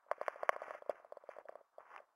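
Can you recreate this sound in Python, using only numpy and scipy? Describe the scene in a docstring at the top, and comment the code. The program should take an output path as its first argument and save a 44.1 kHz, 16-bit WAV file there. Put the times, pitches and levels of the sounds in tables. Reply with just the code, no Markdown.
"""Within the shell of a handheld camera: the grip makes the housing give small, dead knocks, hard and bright
at first, then softer, each a damped resonance with a faint, brief high tone cluster.
Between them the hand rubs over the shell (coloured friction noise) and now and then catches with a tick.
The body carries these to the microphones, dry and nearly mono, over low grip rumble and very faint hiss."""
import sys
import numpy as np
from scipy import signal
from scipy.fft import rfft, irfft, next_fast_len
from scipy.io import wavfile
from scipy.ndimage import map_coordinates

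SR = 44100
rng = np.random.default_rng(int(sys.argv[2]) if len(sys.argv) > 2 else 0)


def transcribe(u):
    """Save the signal u as a 16-bit wav file named by the first command-line argument.

    u: samples, shape (n,) or (channels, n), limited to [-1, 1]; the rate is SR.
    q: integer samples, one column per channel.
    """
    v = np.clip(np.atleast_2d(u).T, -1, 1)
    q = np.round(v * 32767).astype(np.int16)
    wavfile.write(sys.argv[1], SR, q)


N = 94815


def amp(db):
    """Amplitude ratio: 20 dB is a factor of ten."""
    return 10 ** (np.asarray(db) / 20)


def unit(x):
    """Normalisation to an rms of 1."""
    return x / np.sqrt(np.mean(x ** 2) + 1e-20)


def along(points, hz):
    """Spectral envelope: (f/Hz, level/dB) points interpolated over log frequency."""
    f, level_db = np.transpose(points)
    return np.interp(np.log(hz + 1), np.log(f + 1), level_db)


def filtered(x, response):
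    """Linear filtering: the spectrum of x is multiplied by a response of frequency."""
    size = next_fast_len(N + SR // 2)
    spectrum = rfft(x, size) * response(np.fft.rfftfreq(size, 1 / SR))
    return irfft(spectrum, size)[..., :N]


def wobble(rate):
    """Band-limited fluctuation: a spline through random knots, rate of them a second."""
    knots = rng.standard_normal(int(N * rate / SR) + 4)
    return map_coordinates(knots, [np.arange(N) * rate / SR])


def hiss():
    """Stationary noise: the steady floor of the microphones is white noise with a fixed colour."""
    # spectral density of the hiss, relative: f/Hz, level/dB
    colour = [(30, -20), (250, -21.5), (650, -1), (1150, 1), (2000, -15.5), (4000, -17.5), (8000, -21),
              (15000, -23.5)]
    level_db = -84.5
    noise = filtered(rng.standard_normal(N), lambda hz: amp(along(colour, hz)))
    return amp(level_db) * unit(noise)


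def rub_levels():
    """Amplitude modulation: the strokes' level in three bands, in dB per sample before later gains."""
    # strokes of the hand: t/s, level of lows/dB, level of mids/dB, level of treble/dB
    strokes = [(0, -90, -69.5, -86), (0.071, -83, -79, -93), (0.101, -69, -61.5, -82),
               (.135, -66, -62, -68.5), (.165, -77, -68, -69.5), (.205, -68, -63.5, -68.5),
               (0.235, -64, -56.5, -56.5), (.276, -70.5, -64, -56.5), (.32, -66, -58.5, -61.5),
               (.36, -69.5, -62.5, -61.5), (.41, -65, -58.5, -65.5), (.51, -62, -58.5, -57),
               (.55, -67, -56, -64.5), (.64, -60, -56, -57), (.695, -63, -53.5, -58),
               (.72, -58, -57.5, -54), (0.781, -66.5, -62.5, -63.5), (.835, -75, -73.5, -76),
               (0.881, -72, -67, -74), (0.905, -53, -56, -55.5), (.944, -65.5, -71.5, -75),
               (.98, -71, -66, -71), (1.1, -72, -74, -85), (1.16, -71.5, -68, -84),
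               (1.262, -81, -70, -79.5), (1.283, -73, -69, -67.5), (1.304, -69, -58.5, -56.5),
               (1.35, -75, -64.5, -69.5), (1.41, -62.5, -65.5, -70.5), (1.44, -72, -83, -84),
               (1.475, -72.5, -73, -95), (1.505, -65.5, -73, -72.5), (1.602, -71, -70.5, -87),
               (1.68, -92, -85, -99), (1.77, -79.5, -71.5, -92), (1.81, -66.5, -60.5, -72.5),
               (1.86, -71, -62.5, -71), (1.889, -67.5, -59.5, -62.5), (1.991, -65, -61, -67.5),
               (2.06, -83, -80, -90.5), (2.15, -92, -80.5, -101)]
    s, *columns = np.transpose(strokes)
    return [np.interp(np.arange(N) / SR, s, db) for db in columns]


def rumble():
    """Incoherent sources: the shifting grip stirs each microphone with low noise of its own."""
    # spectral density of the rumble, relative: f/Hz, level/dB
    colour = [(30, -3), (130, 0.5), (250, -4), (600, -34.5), (2000, -70.5)]
    level_db = -32.5  # relative to the tabled lows of the rubbing
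    noise = filtered(rng.standard_normal((2, N)), lambda hz: amp(along(colour, hz)))
    return amp(level_db + rub_levels()[0]) * unit(noise)


def friction():
    """Stick-slip: dense tiny slips and smooth sliding noise excite the shell, which colours them; rms 1."""
    # spectral density of the rubbing, relative: f/Hz, level/dB
    colour = [(30, -28.5), (170, -29), (350, -10.5), (650, 2.5), (850, 0), (1150, 4.5), (1600, -0.5),
              (2100, -4.5), (2800, -16.5), (3300, -27), (3700, -40), (4200, -42.5), (4650, -30.5),
              (6000, -29), (7000, -32.5), (7600, -46.5), (8300, -46), (8900, -36.5), (10000, -33.5),
              (11200, -46), (12300, -44), (13800, -38.5), (16000, -56.5)]
    slips_per_s, slip_spread_db = 700, 4.5
    slips_db = -1  # relative to the smooth noise
    happens = rng.random(N) < slips_per_s / SR
    strength = amp(slip_spread_db * rng.standard_normal(N))
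    slips = happens * strength * rng.choice([-1, 1], N)
    drive = amp(slips_db) * unit(slips) + rng.standard_normal(N)
    return unit(filtered(drive, lambda hz: amp(along(colour, hz))))


def rubbing():
    """Modulated friction: uneven strokes of the hand set the level of each band, hence the brightness."""
    lows_edge_hz, treble_edge_hz = 693, 1427
    gain_db, flutter_db, flutter_knots_per_s = -3, 3, 59.99
    slide = friction()
    lows = filtered(slide, lambda hz: 1 / (1 + (hz / lows_edge_hz) ** 6))
    below_treble = filtered(slide, lambda hz: 1 / (1 + (hz / treble_edge_hz) ** 6))
    bands = [lows, below_treble - lows, slide - below_treble]
    strokes = sum(amp(db) * unit(band) for db, band in zip(rub_levels(), bands))
    return amp(gain_db + flutter_db * wobble(flutter_knots_per_s)) * strokes


def ticks():
    """Transient excitation: the skin catches and lets go, a brief, rough ping without bass."""
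    # catches of the skin: t/s, level/dB (envelope peak before the low cut), f/Hz
    catches = [(0.264, -43, 2310), (0.9558, -51.5, 1220), (1.4858, -48.5, 1730), (1.9619, -40, 1520),
               (1.9781, -47.5, 2510)]
    attack_s, decay_s, low_cut_hz = 0.0006, 0.00088, 800
    noise_db = 0  # rms of the roughness relative to the peak of the sine
    out = np.zeros(N)
    rough = amp(noise_db) * friction()
    for s, db, hz in catches:
        t = np.maximum(np.arange(N) / SR - s, 0)
        envelope = (1 - np.exp(-t / attack_s)) ** 2 * np.exp(-t / decay_s)
        ping = np.sin(2 * np.pi * hz * t) + rough
        out += amp(db) * envelope / envelope.max() * ping
    low_cut = signal.butter(2, low_cut_hz, "highpass", fs=SR, output="sos")
    return signal.sosfilt(low_cut, out)


def thud(dullness, pitch_hz, bass_db, size=4096):
    """Minimum-phase impulse response: the housing answers one contact; its main resonance peaks at 1."""
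    # the housing's answer to a hard knock at its usual pitch, relative: f/Hz, level/dB
    housing = [(30, -46.5), (150, -35.5), (300, -24), (400, -15.5), (520, -2.5), (610, 3), (700, 0.5),
               (820, -9), (950, -6), (1090, 1.5), (1330, -9), (1600, -7), (2150, -10.5), (2600, -30.5),
               (2900, -23), (3900, -50), (5800, -30.5), (7900, -56.5), (9700, -36), (11700, -56),
               (13500, -43), (16000, -56.5)]
    usual_pitch_hz, main_below_hz, bass_below_hz = 621.8, 864, 500
    dull_from_hz, dull_to_hz = 587, 2400  # a soft contact darkens progressively over this range
    hz = np.fft.rfftfreq(size, 1 / SR)
    octaves = np.log2(np.clip(hz, dull_from_hz, dull_to_hz) / dull_from_hz)
    colour_db = along(housing, hz * usual_pitch_hz / pitch_hz) - dullness * octaves
    colour_db += bass_db / (1 + (hz / bass_below_hz) ** 6)
    # folding the cepstrum onto positive times makes the response causal
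    fold = 1 + np.sign(size // 2 - np.arange(size))
    fold[0] = 1
    cepstrum = irfft(np.log(amp(colour_db)))
    spectrum = np.exp(rfft(cepstrum * fold))
    main_resonance = irfft(spectrum * (hz < main_below_hz))
    return irfft(spectrum) / np.abs(signal.hilbert(main_resonance)).max()


def high_tones(t):
    """Additive superposition: faint high sines of random phase decay together."""
    # high sines of the cluster, relative: f/Hz, level/dB
    sines = [(3300, -2), (4550, -1.5), (5000, -5.5), (7200, -8.5), (8450, -5.5), (8950, -9.5),
             (11050, -9.5), (12350, -9.5), (13500, -13.5), (14980, -12)]
    t60_s, attack_s, scatter_db = 0.021, 0.00079, 2
    cluster = np.zeros(len(t))
    for hz, db in sines:
        level = amp(db + rng.normal(0, scatter_db))
        cluster += level * np.sin(2 * np.pi * (hz * t + rng.random()))
    # T60 is the time to fall by 60 dB, a factor of 1000
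    return cluster * np.exp(-np.log(1000) * t / t60_s) * (1 - np.exp(-t / attack_s))


def knocks():
    """Impact excitation: each contact gives a few cycles of the damped housing, with a trace of high tones."""
    # contacts: t/s, level of the main resonance/dB, dullness/(dB per octave), f/Hz (pitch), extra bass/dB
    contacts = [(0.064, -58.5, 16, 595, -6), (0.1143, -25, 6, 616, -11.5), (0.1812, -49.5, 22, 580, 9.5),
                (0.2136, -29, 8, 614, 2.5), (0.2816, -26, 1.5, 613.5, 0.5), (0.3586, -42.5, 17, 603, -4),
                (0.432, -28.5, 7.5, 623, -1.5), (0.4924, -20, -0.5, 626.6, -2), (0.5286, -44.5, 2, 576, 11),
                (0.563, -35, 5, 610, 2.5), (0.6188, -34.5, 8.5, 640, -1), (0.6817, -40.5, 9.5, 653, 10),
                (0.708, -35.5, 3.5, 629, -0.5), (0.749, -39.5, 10, 616, -5), (0.8217, -41.5, 11, 603, 1.5),
                (0.862, -48.5, 14, 584, -3), (0.895, -23.5, 19.5, 625, 3), (0.93, -53, 8, 640, 10),
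                (0.999, -55, 19, 640, 1), (1.0469, -46.5, 14, 633, -15), (1.1223, -37.5, 14, 610, -3),
                (1.1703, -41, 13.5, 590, -1.5), (1.238, -48.5, 16, 592, 1), (1.29, -36.5, 17, 623, 1),
                (1.3653, -45, 17, 607, -3.5), (1.3855, -39.5, 8, 618, 5), (1.4536, -46.5, 35, 632, -13),
                (1.4922, -37, 14, 642, 2), (1.524, -49, 15, 640, -5), (1.5548, -40.5, 12.5, 623, -2),
                (1.6109, -53, 17, 580, 4), (1.7821, -41, 21.5, 650, -5.5), (2.0019, -47.5, 20, 622, -5)]
    tones_db = -31  # relative to the main resonance
    out = np.zeros(N + SR)
    for s, db, dullness, pitch_hz, bass_db in contacts:
        body = thud(dullness, pitch_hz, bass_db)
        t = np.arange(len(body)) / SR
        out[round(s * SR):][:len(t)] += amp(db) * (body + amp(tones_db) * high_tones(t))
    return out[:N]


def scene():
    """Coherence: knocks, rubbing, ticks and hiss are almost alike in both channels; only rumble is independent."""
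    # difference between the channels, side relative to mid: f/Hz, level/dB
    width = [(40, -17.5), (130, -10), (350, -24.5), (800, -26), (1300, -24.5), (2500, -14.5), (6000, -13.5),
             (12000, -10)]
    mid = rubbing() + ticks() + hiss() - knocks()
    side = filtered(mid, lambda hz: 1j * amp(along(width, hz)))  # a quarter cycle from mid
    return np.array([mid - side, mid + side]) + rumble()


def record(dry):
    """Band limitation: the camera keeps nothing from its upper limit on."""
    top_hz = 16000
    return filtered(dry, lambda hz: hz < top_hz)


dry = scene()
out = record(dry)
transcribe(out)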